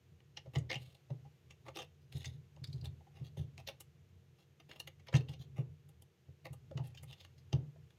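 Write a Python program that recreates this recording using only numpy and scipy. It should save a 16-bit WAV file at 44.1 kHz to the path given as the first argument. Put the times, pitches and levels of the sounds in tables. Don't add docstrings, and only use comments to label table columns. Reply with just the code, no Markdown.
import sys
import numpy as np
from scipy import signal
from scipy.fft import rfft, irfft
from scipy.io import wavfile
from scipy.ndimage import uniform_filter1d

SR = 44100
rng = np.random.default_rng(int(sys.argv[2]) if len(sys.argv) > 2 else 0)


def log_audio(samples):
    frames = np.atleast_2d(samples).T
    limited = np.clip(frames, -1, 1)
    pcm = np.round(limited * 32767).astype(np.int16)
    wavfile.write(sys.argv[1], SR, pcm)


N = 351918
T = np.arange(N) / SR


def gain(db):
    return 10 ** (np.asarray(db) / 20)


def at_level(x, db):
    return x * gain(db) / np.sqrt(np.mean(x ** 2))


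def at_peak(x, db):
    return x * gain(db) / np.abs(x).max()


def bandpass(x, low_hz, high_hz):
    return signal.sosfilt(signal.butter(2, [low_hz, high_hz], "band", fs=SR, output="sos"), x)


def add(out, start_s, x):
    i = int(start_s * SR)
    out[i:i + len(x)] += x[:N - i]


def wander(rate_hz):
    step = int(SR / rate_hz)
    return 1.13 * uniform_filter1d(np.repeat(rng.standard_normal(N // step + 1), step), step)[:N]


def grit(count, spread_db):
    return rng.standard_normal(count) * gain(spread_db * rng.exponential(size=count))


def ring(force, modes, signs):
    out = 0
    for (hz, db, fade_s), sign in zip(modes, signs):
        pole = np.exp(2j * np.pi * hz / SR - np.log(1000) / (fade_s * SR))
        out = out + sign * gain(db) * signal.lfilter([1], [1, -pole], force + 0j).imag
    return out


# f/Hz, relative level/dB
HISS_SHAPE = [(110, -49), (180, -1.5), (248, -19.5), (478, -11), (535, -17.5), (994, -24), (2900, -23),
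              (5000, -30.5), (6750, -29), (7550, -35.5), (11000, -40), (12100, -34.5), (13500, -36),
              (16000, -52.5)]
# f/Hz, level/dB
HUM_TONES = [(464, -87), (351, -85)]
def workshop(hiss_db=-75.5):
    hz = np.fft.rfftfreq(N, 1 / SR)
    shape_hz, shape_db = np.transpose(HISS_SHAPE)
    colour = gain(np.interp(np.log(hz + 1), np.log(shape_hz), shape_db, left=-60))
    hiss = at_level(irfft(rfft(rng.standard_normal(N)) * colour, N), hiss_db)
    hum = sum(gain(db) * np.sqrt(2) * np.sin(2 * np.pi * f * T) for f, db in HUM_TONES)
    return hiss * gain(1.1 * wander(1.224)) + hum


# f/Hz, relative level/dB, fade time/s
BENCH_MODES = [(66, -24.5, 0.028), (88.2, 2, 0.22), (124.6, 2, 0.26), (137, -3, 0.1), (149.4, 4.5, 0.18),
               (216.7, -12.5, 0.14), (290.2, -20, 0.15), (385.5, -14, 0.13)]
BENCH_SIGNS = np.array([1, 1, 1, 1, -1, 1, -1, 1])
def bench_top(force):
    modes = np.array(BENCH_MODES)
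    deep = modes[:, 0] < 100
    return [ring(force, modes[part], BENCH_SIGNS[part]) for part in (~deep, deep)]


# t/s, level/dB
TREMBLE_LEVELS = [(0.0, -67.5), (0.49, -59.5), (0.66, -51), (1.07, -65), (2.02, -59.5), (2.27, -53.5),
                  (2.53, -58.5), (2.78, -48), (3.07, -61.5), (3.56, -53), (3.8, -62), (4.55, -66),
                  (5.36, -53.5), (5.78, -58), (5.89, -61), (6.11, -69.5), (6.96, -51.5), (7.29, -62),
                  (7.6, -52), (7.98, -69.5)]
def bench_tremble():
    boom, deep = bench_top(rng.standard_normal(N) * gain(3.05 * wander(16)))
    return at_level(boom + gain(3) * deep, np.interp(T, *np.transpose(TREMBLE_LEVELS)))


# t/s, boom level/dB, deep part above the boom/dB
PUSHES = [(0.118, -54, -17), (0.472, -45.5, -7), (0.564, -26.5, -7.5), (0.756, -39, -23),
          (1.106, -33.5, -29), (1.255, -50, -12), (2.149, -35, -5.5), (2.266, -39.5, -4),
          (2.337, -49.5, -19), (2.613, -42.5, -26), (2.684, -42, -5), (2.74, -38, -11), (2.79, -54, -27),
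          (2.821, -40, -1), (2.87, -42, 6), (3.209, -37.5, -15), (3.373, -36.5, -25), (3.392, -32.5, -1),
          (5.141, -18, -14), (5.29, -37, -10), (5.395, -40.5, -6), (5.585, -28, -42), (6.285, -49.5, -1),
          (6.503, -42.5, -4), (6.751, -33.5, -18), (6.799, -35.5, -11), (7.535, -23.5, -8),
          (7.628, -41.5, -19), (7.675, -46.5, -22)]
def bench_thumps(push_s=0.0007, thud_s=0.046):
    out, t = np.zeros(N), np.arange(20000) / SR
    boom, deep = bench_top(t * np.exp(-t / push_s))
    for s, db, deep_db in PUSHES:
        add(out, s - .004, at_peak(boom, db) + at_peak(deep, db + deep_db))
        rattle = rng.standard_normal(6000) * np.exp(-t[:6000] / thud_s)
        add(out, s, at_peak(bandpass(rattle, 190, 480), db - 19))
    return out


# f/Hz, relative level/dB
CASE_MODES = [(340, -2), (430, -3), (520, 2), (650, 1.5), (820, 1), (1000, -9), (1210, -7), (1600, -16.5),
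              (1860, -5), (2120, -4), (2400, -11), (2780, -2.5), (3120, -6.5), (3500, -3.5), (3810, -5.5),
              (4260, -5), (4900, -1.5), (5700, 0), (6500, 3), (9000, -2)]
def contact(force, db, hz, knock_db, edge_db, focus_db=10, focus_octaves=0.25, crack_db=-3, far_db=5):
    mode_hz, mode_db = np.transpose(CASE_MODES)
    scatter, detune, swing = rng.standard_normal((3, len(mode_hz)))
    octaves = np.abs(np.log2(mode_hz / hz))
    mode_db = mode_db + 2 * scatter + focus_db * np.exp(-(octaves / focus_octaves) ** 2) - far_db * octaves
    fade_s = .03 * (1000 / mode_hz) ** .8
    modes = np.c_[mode_hz * (1 + .015 * detune), mode_db, fade_s]
    part_of_mode = np.searchsorted([1500, 7500], mode_hz)
    centre_hz = max(hz, 2500)
    parts = [(db + knock_db, crack_db, (300, 1400)),
             (db, crack_db, (centre_hz / 1.764, centre_hz * 1.764)),
             (db + edge_db, crack_db + 20, (6500, 13500))]
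    out = 0
    for part, (part_db, part_crack_db, band_hz) in enumerate(parts):
        body = at_peak(ring(force, modes[part_of_mode == part], np.sign(swing)), 0)
        crack = at_peak(bandpass(force, *band_hz), part_crack_db)
        out = out + at_peak(body + crack, part_db)
    return out


def strike(out, s, db, hz, knock_db, edge_db, chatter_s, **tone):
    t = np.arange(-600, 2600) / SR
    swell_and_fade = np.exp(np.where(t < 0, t / 0.33, -t) / max(chatter_s, .0003))
    snap = 1 + 1.73 * np.exp(-np.abs(t - .0007) / 0.0003)
    force = grit(len(t), spread_db=3.3) * swell_and_fade * snap
    add(out, s + t[0], contact(force, db, hz, knock_db, edge_db, **tone))


# t/s, length/s, level/dB, brightest f/Hz
STROKES = [(0.532, 0.061, -49.5, 2670), (0.766, 0.29, -52.5, 3400), (1.65, 0.076, -52, 2310),
           (1.74, 0.12, -35.5, 3020), (1.997, 0.12, -64.5, 4900), (2.115, 0.27, -46.5, 3780),
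           (2.638, 0.27, -58, 4350), (2.838, 0.052, -45.5, 3160), (3.123, 0.21, -58, 2600),
           (3.239, 0.061, -51, 3870), (3.367, 0.1, -52, 3140), (3.573, 0.057, -51.5, 2650),
           (3.65, 0.19, -55.5, 2450), (4.381, 0.08, -61, 3080), (4.684, 0.13, -48.5, 2860),
           (5.283, 0.071, -47, 2940), (5.386, 0.081, -50.5, 3830), (5.557, 0.075, -50, 2430),
           (6.831, 0.091, -54, 2850), (6.93, 0.5, -58, 3030), (7.069, 0.11, -46.5, 3360),
           (7.169, 0.12, -48, 3940), (7.375, 0.04, -61.5, 4630)]
def scrapes():
    out, slips = np.zeros(N), gain(3.5 * wander(90))
    for s, length_s, db, hz in STROKES:
        progress = np.arange(int(length_s * SR) + 1000) / (length_s * SR)
        press = np.clip(np.minimum(progress / 0.17, 1.16 * (1 - progress)), 0, 1)
        force = grit(len(press), spread_db=3.53) * press * slips[int(s * SR):][:len(press)]
        knock_db = max(-24 * np.log2(hz / 2505), -18)
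        add(out, s, contact(force, db, hz, knock_db, edge_db=-6.5, focus_octaves=0.35, crack_db=-4.5))
    return out


# t/s, level/dB, f/Hz
CASE_KNOCKS = [(0.461, -49.5, 519), (1.104, -44, 737), (1.253, -59, 805), (2.573, -58.5, 816),
               (2.841, -57, 585), (3.007, -59, 826), (3.07, -59, 824), (3.37, -45.5, 390),
               (5.583, -44.5, 450), (6.283, -59, 496), (6.713, -44, 545), (6.798, -45.5, 780),
               (7.76, -57.5, 670)]
def case_knocks():
    out = np.zeros(N)
    for s, db, hz in CASE_KNOCKS:
        strike(out, s, db - 15, hz, knock_db=15, edge_db=-38, chatter_s=0.0096, focus_db=12.5, crack_db=-18)
    return out


# t/s, level/dB, f/Hz
TOOL_TICKS = [(2.642, -37, 3950), (2.6736, -50.5, 4860), (2.7008, -58, 3930), (2.7295, -46, 4400),
              (2.738, -53, 4440), (2.7816, -57, 4340), (2.8125, -52.5, 4340), (5.209, -47, 2820)]
def metal_ticks():
    out = np.zeros(N)
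    for tick in TOOL_TICKS:
        strike(out, *tick, knock_db=-31, edge_db=-15.5, chatter_s=0.0057,
               focus_db=16, crack_db=-6, far_db=22)
    return out


# f/Hz, level/dB, fade time/s
SHAFT_MODE = (12200, -51.5, 0.047)
def shaft_ring(start_s=3.675):
    out, t = np.zeros(N), np.arange(SR // 5) / SR
    hz, db, fade_s = SHAFT_MODE
    add(out, start_s, gain(db - 60 * t / fade_s) * np.sin(2 * np.pi * hz * t))
    return out


# first t/s, last t/s, tooth count, first level/dB, last level/dB,
# first f/Hz, last f/Hz, relative knock/dB, relative edge/dB
CLUTCH_RUNS = [(0.7006, 0.7572, 5, -30, -32.5, 2050, 2900, -10.5, -26),
               (1.7571, 1.82, 5, -35.5, -41.5, 3700, 2830, -5, -25),
               (5.141, 5.1648, 3, -30, -32, 2100, 4000, -6.5, -44)]
def clutch_slips():
    out = np.zeros(N)
    for first_s, last_s, teeth, first_db, last_db, first_hz, last_hz, knock_db, edge_db in CLUTCH_RUNS:
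        for progress in np.linspace(0, 1, round(teeth)):
            s = first_s + progress * (last_s - first_s)
            db = first_db + progress * (last_db - first_db) + 1.5 * rng.standard_normal()
            hz = first_hz * (last_hz / first_hz) ** progress
            strike(out, s, db, hz, knock_db, edge_db, chatter_s=0.0085)
    return out


# t/s, level/dB, brightest f/Hz, relative knock/dB, relative edge/dB
BIT_CLICKS = [(0.2037, -56.5, 1800, -7, -33), (0.3724, -34.5, 2900, -14, -31), (0.5576, -33, 2000, -3, -35),
              (0.5858, -43, 5730, -21, -20), (1.509, -46.5, 2800, -10.5, -28),
              (1.6839, -46.5, 2300, 6.5, -22), (2.1251, -45.5, 3370, -12, -9),
              (2.1803, -56.5, 3000, -29, 8.5), (2.218, -50, 2850, -25, -27),
              (2.2467, -37.5, 2900, -24, -23), (2.2574, -38, 3830, -22, -22),
              (2.5633, -55.5, 2700, -6, -33), (2.8565, -39.5, 4000, -14.5, -44),
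              (3.5791, -40, 2600, -17, -43), (3.6745, -35, 2860, -12.5, -17), (3.687, -34, 3120, -4.5, -15),
              (3.8059, -51, 3130, -5.5, 8), (4.6017, -55, 2630, -2, -10), (4.7141, -41.5, 2860, -20, -38),
              (4.8005, -34, 2870, -13, -9), (4.8749, -40.5, 2600, -10, -8), (4.998, -61.5, 2110, -6, -28),
              (5.0708, -49.5, 2100, -20, -10), (5.0842, -42.5, 2320, -4.5, -33),
              (5.1289, -44.5, 2120, 5.5, -26), (5.286, -45, 2820, -12, -30), (5.335, -46, 2880, -12, -35),
              (5.8905, -59.5, 3150, -1.5, 5), (6.0222, -57.5, 3040, -3, 10), (6.4546, -41, 2060, -1.5, -8),
              (6.5334, -54.5, 3060, 1.5, 7), (6.7752, -41, 2630, -1, -22), (6.8728, -65.5, 3190, -6, 14),
              (6.9498, -50, 2900, -12, -10), (6.976, -46, 3140, -36, -16), (7.0324, -57, 2160, 2.5, 12.5),
              (7.1287, -44.5, 3030, -29, -8), (7.2489, -46, 2950, -11.5, -13),
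              (7.5291, -32.5, 2930, -3, -18), (7.9057, -56.5, 2800, -10.5, -13)]
def bit_clicks():
    out = np.zeros(N)
    for click in BIT_CLICKS:
        strike(out, *click, chatter_s=0.0083 * gain(1.4 * rng.standard_normal()))
    return out


def room_echo(sound, echo_db=-16, fade_s=.18):
    t = np.arange(SR // 2) / SR
    dull_noise = signal.lfilter([1], [1, -.6], rng.standard_normal(len(t)))
    tail = dull_noise * gain(-60 * t / fade_s) * (t > .003)
    return gain(echo_db) * signal.fftconvolve(sound, tail / np.sqrt(np.sum(tail ** 2)))[:N]


def scene():
    tool = bit_clicks() + clutch_slips() + shaft_ring() + metal_ticks() + case_knocks() + scrapes()
    return (tool + room_echo(tool) + bench_thumps() + bench_tremble() + workshop())[None]


def record(dry, low_hz=74, top_hz=15900):
    trimmed = signal.sosfilt(signal.butter(5, low_hz, "high", fs=SR, output="sos"), dry)
    return signal.sosfilt(signal.ellip(10, .2, 60, top_hz, fs=SR, output="sos"), trimmed)


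dry = scene()
out = record(dry)
log_audio(out)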